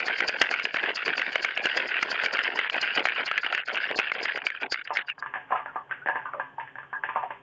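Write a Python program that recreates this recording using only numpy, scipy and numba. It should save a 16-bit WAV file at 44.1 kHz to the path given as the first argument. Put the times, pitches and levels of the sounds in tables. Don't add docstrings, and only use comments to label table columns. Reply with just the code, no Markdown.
import sys
import numpy as np
from scipy import signal
from scipy.fft import rfft, irfft, next_fast_len
from scipy.io import wavfile
from scipy.ndimage import uniform_filter1d
from numba import njit

SR = 44100
rng = np.random.default_rng(int(sys.argv[2]) if len(sys.argv) > 2 else 0)


def wav_record(signal):
    frames = np.transpose(np.atleast_2d(signal))
    bounded = np.clip(frames, -1, 1)
    quanta = np.round(bounded * 32767).astype(np.int16)
    wavfile.write(sys.argv[1], SR, quanta)


N = 327222
TIME = np.arange(N) / SR
HANDOVER_S = 5.17


def undb(db):
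    return 10 ** (np.asarray(db) / 20)


def noise(size=N):
    return rng.standard_normal(size)


def fade(t60, size):
    return np.exp(-np.log(1000) * TIME[:size] / t60)


def add(track, s, sound):
    start = int(np.clip(s * SR, 0, N - 1))
    track[start:start + len(sound)] += sound[:N - start]


def blow(x, db, size):
    return x * undb(db) / np.sqrt(np.mean(x[:size] ** 2))


def walk(rate):
    hold = int(SR / rate)
    steps = np.repeat(noise(N // hold + 2), hold)
    wander = uniform_filter1d(steps, hold)[:N]
    return wander / wander.std()


def colour(x, points):
    hz, db = np.transpose(points)
    size = 2 * next_fast_len(len(x))
    log_hz = np.log(np.fft.rfftfreq(size, 1 / SR) + 1)
    log_gain = np.log(undb(np.interp(log_hz, np.log(hz), db)))
    cepstrum = irfft(log_gain) * (1 + np.sign(size // 2 - np.arange(size)))
    cepstrum[0] /= 2
    response = np.exp(rfft(cepstrum))
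    return irfft(rfft(x, size) * response)[:len(x)]


def ring_width(t60):
    return np.log(1000) / np.pi / t60


def resonate(x, hz, width_hz):
    return signal.lfilter(*signal.iirpeak(hz, hz / width_hz, fs=SR), x)


@njit
def moving_resonance(x, hz, width_hz):
    y, band, low = np.empty(len(x)), 0., 0.
    for i in range(len(x)):
        g, k = np.tan(np.pi * hz[i] / SR), width_hz / hz[i]
        v = (band + g * (x[i] - low)) / (1 + g * (g + k))
        band, low, y[i] = 2 * v - band, low + 2 * g * v, k * v
    return y


@njit
def ring(starts, hz, t60, sizes, glide):
    out = np.zeros(N)
    for k in range(len(starts)):
        life = int(t60[k] * SR)
        turn = 2 * np.pi * hz[k] / SR
        z = sizes[k] + 0j
        p = np.exp(1j * turn - np.log(1000) / life)
        bend = np.exp(1j * turn * glide / life)
        for i in range(starts[k], min(starts[k] + life, N)):
            out[i] += z.imag
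            z *= p
            p *= bend
    return out


def grains(rate, low_hz, high_hz, t60, scatter_db, glide):
    when, pitch, life, size, side = rng.random((int(rate * N / SR), 5)).T
    sizes = np.sign(side - .5) * undb(-scatter_db * np.log(1 - size * .98))
    starts = (when * N).astype(np.int64)
    return ring(starts, low_hz + (high_hz - low_hz) * pitch, t60 * (.5 + life), sizes, float(glide))


def crunches(rate, t60, scatter_db):
    when, size = rng.random((int(rate * N / SR), 2)).T
    strength = undb(-scatter_db * np.log(1 - size * .95))
    energy = np.bincount((when * N).astype(int), strength ** 2, N)
    power = signal.lfilter([1], [1, -undb(-120 / t60 / SR)], energy)
    x = noise() * np.sqrt(power)
    return x / x.std()


def surge(x, rows, attack_s, release_s, rest_db, size):
    power = undb(rest_db) ** 2 * np.clip((HANDOVER_S - TIME) * 20, 0, 1)
    for s, db, hold in rows:
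        near = slice(max(int((s - .1) * SR), 0), int((s + .3) * SR))
        age = TIME[near] - s
        shape = np.exp(np.minimum(age, 0) / attack_s - np.maximum(age - hold, 0) / release_s)
        power[near] += (undb(db) * shape) ** 2
    own_power = np.abs(uniform_filter1d(x ** 2, size)) + 1e-4 * np.mean(x ** 2)
    return x * np.sqrt(power / own_power)


# (f/Hz, level/dB)
ROOM_AIR_COLOUR = [(30, -8.5), (90, -0.5), (135, 9), (200, 1), (800, 3), (1700, -24), (3100, -4),
                   (4000, -34.5), (8000, -33.5)]
# (f/Hz, level/dB)
APPLIANCE_HUMS = [(134, -67.5), (269, -69), (400, -68)]


def kitchen(air_db=-60.5, hum_width_hz=12):
    second = np.clip((TIME - HANDOVER_S) * 20 + .5, 0, 1)
    air = blow(colour(noise(), ROOM_AIR_COLOUR), air_db, size=N)
    hum = np.zeros(N)
    for hz, db in APPLIANCE_HUMS:
        tone = resonate(resonate(noise(), hz, hum_width_hz), hz, hum_width_hz)
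        hum += blow(tone, db, size=N)
    return air * np.maximum(second, .5) + hum * second


# (turn t/s, spray level/dB, ice level/dB, tumbling t/s, drink level/dB, lag of the drink t/s)
HALF_STROKES = [(-.03, -17, -29, 0.061, -40, 0.047), (0.065, -34, -28.5, 0.1, -35, 0.0039),
                (0.188, -38, -25.5, 0.049, -34, 0.034), (.278, -33, -32, 0.16, -39.5, 0.063),
                (0.401, -33.5, -31, 0.1, -40.5, 0.011), (0.518, -35.5, -31, 0.092, -40, -0.018),
                (0.647, -36, -37.5, 0.077, -43.5, -0.0024), (0.748, -38.5, -29, 0.1, -43.5, 0.00098),
                (0.834, -45, -28, 0.058, -36.5, -0.0031), (0.961, -37, -30, 0.19, -35, -0.074),
                (1.061, -36.5, -32.5, 0.025, -35.5, 0.007), (1.178, -34.5, -32, 0.13, -40, -0.00063),
                (1.328, -43, -32.5, 0.095, -42, -0.047), (1.43, -32.5, -32, 0.11, -43, -0.043),
                (1.557, -52, -30, 0.095, -38, 0.032), (1.642, -37.5, -28, 0.12, -41.5, -0.01),
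                (1.772, -33, -29.5, 0.083, -35, -0.0089), (1.885, -42, -26.5, 0.1, -39, -0.048),
                (2.016, -42.5, -33, 0.081, -38, 0.036), (2.112, -34, -27.5, 0.13, -36.5, 0.0044),
                (2.245, -29.5, -32.5, 0.11, -37, -0.00099), (2.336, -36.5, -26.5, 0.13, -36.5, -0.01),
                (2.439, -41.5, -36.5, 0.14, -38, 0.039), (2.565, -39, -28, 0.083, -37.5, -0.025),
                (2.727, -39.5, -28.5, 0.049, -35, 0.011), (2.819, -35, -27, 0.16, -46.5, 0.0097),
                (2.954, -34.5, -25.5, 0.029, -29.5, 0.023), (3.052, -35, -29.5, 0.07, -42.5, -0.088),
                (3.153, -50.5, -26.5, 0.049, -36, 0.032), (3.263, -36.5, -30.5, 0.12, -54.5, 0.028),
                (3.419, -49, -32, 0.081, -46.5, 0.039), (3.533, -43.5, -29.5, 0.052, -41, -0.035),
                (3.668, -44, -33, 0.038, -43.5, 0.015), (3.743, -37, -28.5, 0.11, -39.5, -0.015),
                (3.887, -54.5, -33.5, 0.041, -37, 0.02), (3.978, -33, -30, .11, -38, -0.026),
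                (4.138, -46.5, -32.5, 0.11, -39, 0.017), (4.236, -32.5, -30.5, 0.11, -39, -0.021),
                (4.361, -47.5, -36, 0.1, -42, -0.011), (4.466, -38, -36.5, 0.14, -43, -0.038),
                (4.614, -49, -30.5, 0.0074, -39, 0.016), (4.719, -33, -35.5, 0.084, -53, -0.017),
                (4.852, -53.5, -37, 0.011, -47.5, 0.078), (4.951, -37.5, -30, 0.032, -56, -0.013),
                (5.074, -49.5, -36, 0.018, -66, -.04), (5.193, -49, -67, 0.0091, -62, 0.017)]
ICE_LAG_S = .011


def tumbles(trim_db=0.0):
    return [(s + ICE_LAG_S, db + trim_db, tumble_s) for s, _, db, tumble_s, _, _ in HALF_STROKES]


# (f/Hz, level/dB)
FROTH_COLOUR = [(2800, -7.5), (4000, 2), (4800, 12), (5700, -4), (6900, -5), (8000, -25.5)]


def froth_spray(swish_db=-5, squirt_db=-3, squirt_width_hz=170.0, fizz_db=-27.5, ragged_db=3.9):
    attack_s, hold_s, release_s = 0.008, 0.0092, 0.0086
    shape = dict(attack_s=attack_s, release_s=release_s, rest_db=-np.inf, size=800)
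    splashes = [(s - hold_s / 2, db + swish_db, hold_s) for s, db, *_ in HALF_STROKES]
    swish = surge(colour(noise(), FROTH_COLOUR), splashes, **shape)
    squirt_hz = 4620 * np.exp(.06 * walk(10))
    squirt = moving_resonance(noise(), squirt_hz, squirt_width_hz)
    squirt = moving_resonance(squirt, squirt_hz, squirt_width_hz)
    squirt = surge(squirt, [(s, db + squirt_db, 0) for s, db, *_ in HALF_STROKES], **shape)
    fizz = resonate(colour(noise(), FROTH_COLOUR), 4500, 900)
    fizz = surge(fizz, tumbles(fizz_db), **shape)
    return (swish + squirt) * undb(ragged_db * walk(110)) + fizz * undb(ragged_db * walk(25))


def flight(depth_db=-7, lead_s=0.013, width_s=0.011):
    dips = sum(np.exp(-((TIME - s + lead_s) / width_s) ** 2) for s, *_ in HALF_STROKES)
    return undb(depth_db * dips)


def wet_tin(x, width_hz=230, patchy_db=2.0, direct_db=-11):
    shift, rate = .06, 16
    rung = np.zeros(N)
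    for hz in [900, 1555, 1864, 2130, 2580, 3150]:
        centre_hz = hz * np.exp(shift * walk(rate))
        rung += moving_resonance(x, centre_hz, float(width_hz)) * undb(patchy_db * walk(rate))
    return rung + undb(direct_db) * x


# (f/Hz, level/dB)
ICE_COLOUR = [(400, -29), (900, -10.5), (1250, 1), (1600, 6.5), (1950, 2), (2850, 2), (3400, -8),
              (4100, -15), (4800, -23), (7000, -56.5)]


def tumbling_ice(rattle_db=-0.42):
    contacts = crunches(rate=180, t60=.018, scatter_db=2.5)
    pack = colour(wet_tin(contacts + .42 * noise()), ICE_COLOUR)
    pack = surge(pack, tumbles(), attack_s=0.016, release_s=0.028, rest_db=-79.5, size=1500)
    return undb(rattle_db) * flight() * pack


# (f/Hz, level/dB)
DRINK_COLOUR = [(40, -38.5), (110, -18), (250, -4), (430, 4), (750, 5.5), (1100, -1.5), (1800, -32.5)]


def surging_drink(churn_db=-19, hold_s=0.022):
    bubbles = grains(rate=350, low_hz=176, high_hz=1216, t60=0.023, scatter_db=2.0, glide=0.2)
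    drink = colour(bubbles / bubbles.std() + noise(), DRINK_COLOUR)
    surges = [(s + lag_s, db, hold_s) for s, _, _, _, db, lag_s in HALF_STROKES]
    rows = surges + tumbles(churn_db)
    return surge(drink, rows, attack_s=.011, release_s=0.03, rest_db=-64.0, size=1300)


# (f/Hz, level/dB)
CRACK_COLOUR = [(1500, -9.5), (4700, 3), (6800, -5), (8000, -26.5)]
# (t/s, knock level/dB, f/Hz, thump of the tin's end level/dB)
CUBE_KNOCKS = [(0.0816, -22, 1920, -38), (0.2041, -17.5, 2250, -39.5), (0.2925, -23, 2440, -30),
               (0.414, -12, 1840, -23), (0.439, -24.5, 1660, -43), (.512, -22.5, 1610, -29.5),
               (0.539, -19.5, 2240, -47.5), (0.596, -24, 2220, -43), (0.6523, -20, 2510, -35),
               (0.7426, -22.5, 1680, -29.5), (0.7677, -21, 2220, -38), (1.079, -20, 1780, -35),
               (1.179, -23, 2630, -35), (1.195, -22.5, 2130, -41), (1.2166, -19, 1960, -50.5),
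               (1.356, -17, 1700, -24), (1.4466, -17, 2180, -31), (1.5742, -21, 2680, -32),
               (1.6554, -19, 2870, -26.5), (1.668, -20.5, 1540, -36.5), (1.774, -20.5, 2030, -35),
               (2.027, -17.5, 2100, -33), (2.236, -24, 1820, -29), (2.26, -19.5, 2320, -54),
               (2.3698, -25, 2200, -51.5), (2.589, -18.5, 2050, -31.5), (2.6977, -21.5, 2870, -60),
               (2.764, -29, 1690, -27), (2.828, -25.5, 2860, -35), (2.848, -26.5, 1470, -43),
               (2.974, -27, 2000, -36.5), (2.9948, -22, 2160, -32.5), (3.0537, -16, 2080, -23.5),
               (3.07, -23.5, 2200, -33), (3.086, -21.5, 2200, -43), (3.278, -27.5, 2970, -43.5),
               (3.313, -19.5, 1380, -33), (3.3778, -17.5, 2040, -44.5), (3.435, -33, 2020, -47),
               (3.446, -24.5, 2160, -44), (3.463, -22.5, 2980, -33.5), (3.525, -22, 1400, -32.5),
               (3.5488, -20.5, 1760, -47), (3.577, -22, 1680, -41), (3.684, -25.5, 1480, -57),
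               (3.7552, -27, 2770, -40.5), (3.773, -22, 2660, -44), (3.912, -26, 2300, -30),
               (3.988, -19, 2620, -26), (3.997, -19.5, 2520, -33), (4.117, -19, 2135, -36),
               (4.254, -23, 2140, -40.5), (4.374, -27.5, 1630, -32.5), (4.4669, -17, 2350, -37),
               (4.502, -25, 2180, -48), (4.623, -33, 2300, -39), (4.722, -25, 1540, -33.5),
               (4.7433, -22, 2090, -47), (4.874, -33, 2920, -49), (4.9699, -18, 2210, -42),
               (5.089, -31.5, 2810, -62), (5.099, -27, 2430, -72)]


def knocks(cube_t60=0.019, cube_db=2, thump_t60=0.016, trim_db=-1, thump_db=-2, size=2200):
    contact_t60, crush_s = .014, 0.0015
    crack_db, end_db, end_s = -29, 14, 0.0053
    out = np.zeros(N)
    typical_db = np.median(np.array(CUBE_KNOCKS)[:, 1])
    arrivals = np.array(HALF_STROKES)[:, 0] + ICE_LAG_S
    for s, db, hz, low_db in CUBE_KNOCKS:
        harder_db = db - typical_db
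        delay_db = 60 * crush_s * undb(harder_db) / contact_t60
        contact = np.minimum(fade(contact_t60, size) * undb(delay_db), 1)
        crunch = colour(noise(size) * contact, ICE_COLOUR)
        cube = colour(noise(size) * fade(cube_t60 / 2, size), ICE_COLOUR)
        cube = resonate(cube, hz, ring_width(cube_t60))
        hit = blow(crunch, 0, size=245) + blow(cube, cube_db, size=245)
        thump = colour(noise(size) * fade(thump_t60, size), DRINK_COLOUR)
        end_near = np.exp(-(np.abs(arrivals - s).min() / end_s) ** 2)
        bright_db = crack_db + harder_db / 2 + end_db * end_near
        crack = blow(colour(noise(size) * contact, CRACK_COLOUR), db + bright_db, size=245)
        hit = blow(hit, db + trim_db, size=245)
        add(out, s, hit + blow(thump, low_db + thump_db, size=350) + crack)
    return out


def fast_shaker(clump_db=1.5, room_db=-22):
    spray = froth_spray()
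    load = tumbling_ice() + surging_drink()
    close = knocks() + load * undb(clump_db * walk(65)) + spray
    walls = noise(size=16000) * fade(t60=.3, size=16000)
    echo = signal.fftconvolve(close, walls / np.linalg.norm(walls))[:N]
    return close + undb(room_db) * echo


def suppressor(x, threshold_db=-5, learn_s=7.6, floor_db=-16, size=512):
    overlap = size * 3 // 4
    _, t, bands = signal.stft(x, SR, nperseg=size, noverlap=overlap)
    power = uniform_filter1d(np.abs(bands) ** 2, size=7, axis=0)
    power = uniform_filter1d(power, size=3, axis=1)
    average_so_far = np.cumsum(power, axis=1) / np.arange(1, len(t) + 1)
    learnt = np.minimum(t / learn_s, 1) ** 4
    gain = power / (power + undb(threshold_db) ** 2 * learnt * average_so_far + 1e-20)
    quieted = bands * np.maximum(gain, undb(floor_db))
    return signal.istft(quieted, SR, nperseg=size, noverlap=overlap)[1][:N]


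# (t/s, level/dB, first f/Hz, last f/Hz, length t/s)
SLIDING_TONES = [(4.641, -34, 864, 690, 0.029), (4.92, -35, 890, 734, 0.033),
                 (5.093, -29, 2890, 2440, 0.039), (5.522, -25, 761, 752, 0.11),
                 (5.547, -29, 1308, 1120, .11), (5.68, -36.5, 1425, 1370, 0.045),
                 (5.76, -31.5, 1212, 1084, 0.084), (6.015, -38, 1420, 1610, 0.051),
                 (6.146, -32, 1743, 1584, 0.12), (6.252, -34, 1550, 1430, .067),
                 (6.285, -38.5, 1080, 994, 0.071), (6.34, -37, 610, 518, .1),
                 (6.581, -30.5, 925, 898, 0.081), (6.933, -26.5, 1640, 1633, 0.071),
                 (7.17, -31.5, 1014, 910, 0.15), (7.227, -25, 762, 733, 0.052)]


def slides(trim_db=-2, rough_rate=170):
    out = np.zeros(N)
    jostle = .65 + .5 * (walk(rough_rate) + 1j * walk(rough_rate))
    jostle += .25 * (walk(600) + 1j * walk(600))
    for s, db, first_hz, last_hz, length in SLIDING_TONES:
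        age = np.linspace(0, 1, int(length * SR))
        phase = 2 * np.pi * np.cumsum(first_hz + (last_hz - first_hz) * age) / SR
        tone = np.imag(np.exp(1j * phase) * jostle[int(s * SR):][:len(age)])
        swell = np.minimum(20 * age, 1) * (1 - age)
        add(out, s, undb(db + trim_db) * np.sqrt(2) * tone * swell)
    return out


# (t/s, thud level/dB, thud f/Hz, steel ring level/dB, clatter of chips level/dB)
LANDINGS = [(4.905, -23, 964, -44, -43), (5.18, -42.5, 1150, -46, -79), (5.224, -29.5, 1160, -31.5, -53),
            (5.26, -31.5, 1130, -40, -45), (5.338, -30.5, 1044, -31.5, -40),
            (5.357, -31, 930, -32.5, -44.5), (5.507, -27.5, 920, -66, -45), (5.521, -17.5, 1028, -32, -40),
            (5.558, -29.5, 940, -38, -38), (5.659, -34, 960, -36, -50), (5.758, -26, 897, -39, -53),
            (5.911, -23, 1576, -36, -39.5), (6.06, -29, 776, -31.5, -41.5), (6.072, -39.5, 906, -26.5, -46),
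            (6.086, -22.5, 880, -25.5, -58.5), (6.096, -25, 903, -28.5, -40), (6.156, -26, 935, -32.5, -40),
            (6.256, -28.5, 1190, -50, -49.5), (6.335, -28, 1200, -63, -54),
            (6.397, -25.5, 1030, -29, -44.5), (6.582, -37, 960, -48, -59), (6.598, -35, 1000, -37, -43),
            (6.675, -51, 1090, -43, -50.5), (6.755, -44, 900, -38, -57), (6.784, -36.5, 1023, -36.5, -50.5),
            (6.83, -40.5, 1300, -44.5, -59), (6.929, -29.5, 1113, -39.5, -55),
            (7.036, -29.5, 905, -25.5, -37.5), (7.089, -27.5, 1030, -35.5, -38),
            (7.159, -19.5, 1044, -47, -41.5), (7.171, -24.5, 1015, -65, -57.5),
            (7.229, -34, 1024, -44, -46), (7.305, -29.5, 935, -39, -42.5)]


def slide_in(hz=1200, width_hz=1100, swell_s=0.016, trim_db=-19.5):
    contacts = crunches(rate=400, t60=.03, scatter_db=6)
    rustle = resonate(resonate(contacts, hz, width_hz), hz, width_hz)
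    rustle = colour(rustle, [(2800, 5.0), (4200, -28.5)])
    rows = [(s, db + trim_db, 0) for s, db, *_ in LANDINGS]
    return surge(rustle, rows, swell_s, swell_s, rest_db=-np.inf, size=1100)


def landing(strike_db, crunch_t60, settle_db, settle_t60, room_db, room_t60, size=16000):
    cushion = 1 - fade(0.002, size)
    settling = undb(settle_db) * fade(settle_t60, size)
    room = undb(room_db) * fade(room_t60, size)
    push = noise(size) * cushion * (fade(crunch_t60, size) + settling + room)
    return push + undb(strike_db) * signal.unit_impulse(size)


# (f/Hz, level/dB, t60 t/s)
STEEL_TONES = [(1634, 7, 0.091), (1688, 2, 0.13), (1752, 2.5, 0.12)]
HOLLOW_TONES = [592, 756.4, 911.5, 1030, 1203]
# (f/Hz, level/dB)
CHIP_COLOUR = [(100, -26.5), (900, -10.5), (1900, 0.5), (2250, -4), (2750, -4.5), (3400, -19.5),
               (4000, -35), (6000, -65.5)]


def slow_shaker(thud_width_hz=430, thud_db=-4.0, steel_db=-1, chips_db=-1):
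    hollow_t60, hollow_db, sag_per_s = .15, 6, .4
    thud_colour = [(25, -36), (220, 18.5), (700, 4.0), (1300, -1), (2200, -1.5), (3300, -9.5), (4200, -29)]
    out = np.zeros(N)
    for s, db, hz, ring_db, clatter_db in LANDINGS:
        load = np.exp(.01 * rng.standard_normal())
        push = landing(strike_db=20, crunch_t60=.008, settle_db=-7, settle_t60=.11, room_db=-23, room_t60=.65)
        thud = resonate(push, hz, thud_width_hz) + undb(-35) * push
        thud = resonate(thud, hz, thud_width_hz)
        sag = load * np.exp(-sag_per_s * TIME[:len(push)])
        hollow = sum(moving_resonance(thud, f * sag, ring_width(hollow_t60)) for f in HOLLOW_TONES)
        thud = colour(thud + undb(hollow_db) * hollow, thud_colour)
        tap = landing(strike_db=12, crunch_t60=0.0043, settle_db=-16.5, settle_t60=0.041,
                      room_db=-27, room_t60=0.45)
        steel = sum(undb(tone_db) * t60 * resonate(tap, f * load, ring_width(t60))
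                    for f, tone_db, t60 in STEEL_TONES)
        steel = resonate(steel, 1670, 600)
        chips = landing(strike_db=5.0, crunch_t60=0.0019, settle_db=2, settle_t60=0.3,
                        room_db=-26.5, room_t60=0.22)
        chips = colour(chips, CHIP_COLOUR)
        add(out, s, blow(thud, db + thud_db, size=660))
        add(out, s, blow(steel, ring_db + steel_db, size=660))
        add(out, s, blow(chips, clatter_db + chips_db, size=900))
    return signal.sosfilt(signal.ellip(6, .5, 50, 3500, fs=SR, output="sos"), out)


def scene():
    first = suppressor(fast_shaker())
    second = slide_in() + slow_shaker()
    return (kitchen() + first + slides() + second)[None]


def record(dry, ceiling=0.44, hiss_db=-48):
    call_hz, top_hz = 7700, 11700
    rounded = dry / np.hypot(1, (dry / ceiling) ** 2) ** .5
    call = signal.sosfilt(signal.ellip(8, .2, 60, call_hz, fs=SR, output="sos"), rounded)
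    hiss = undb(hiss_db) * noise() * np.abs(call)
    return signal.sosfilt(signal.ellip(8, .2, 60, top_hz, fs=SR, output="sos"), call + hiss)


dry = scene()
out = record(dry)
wav_record(out)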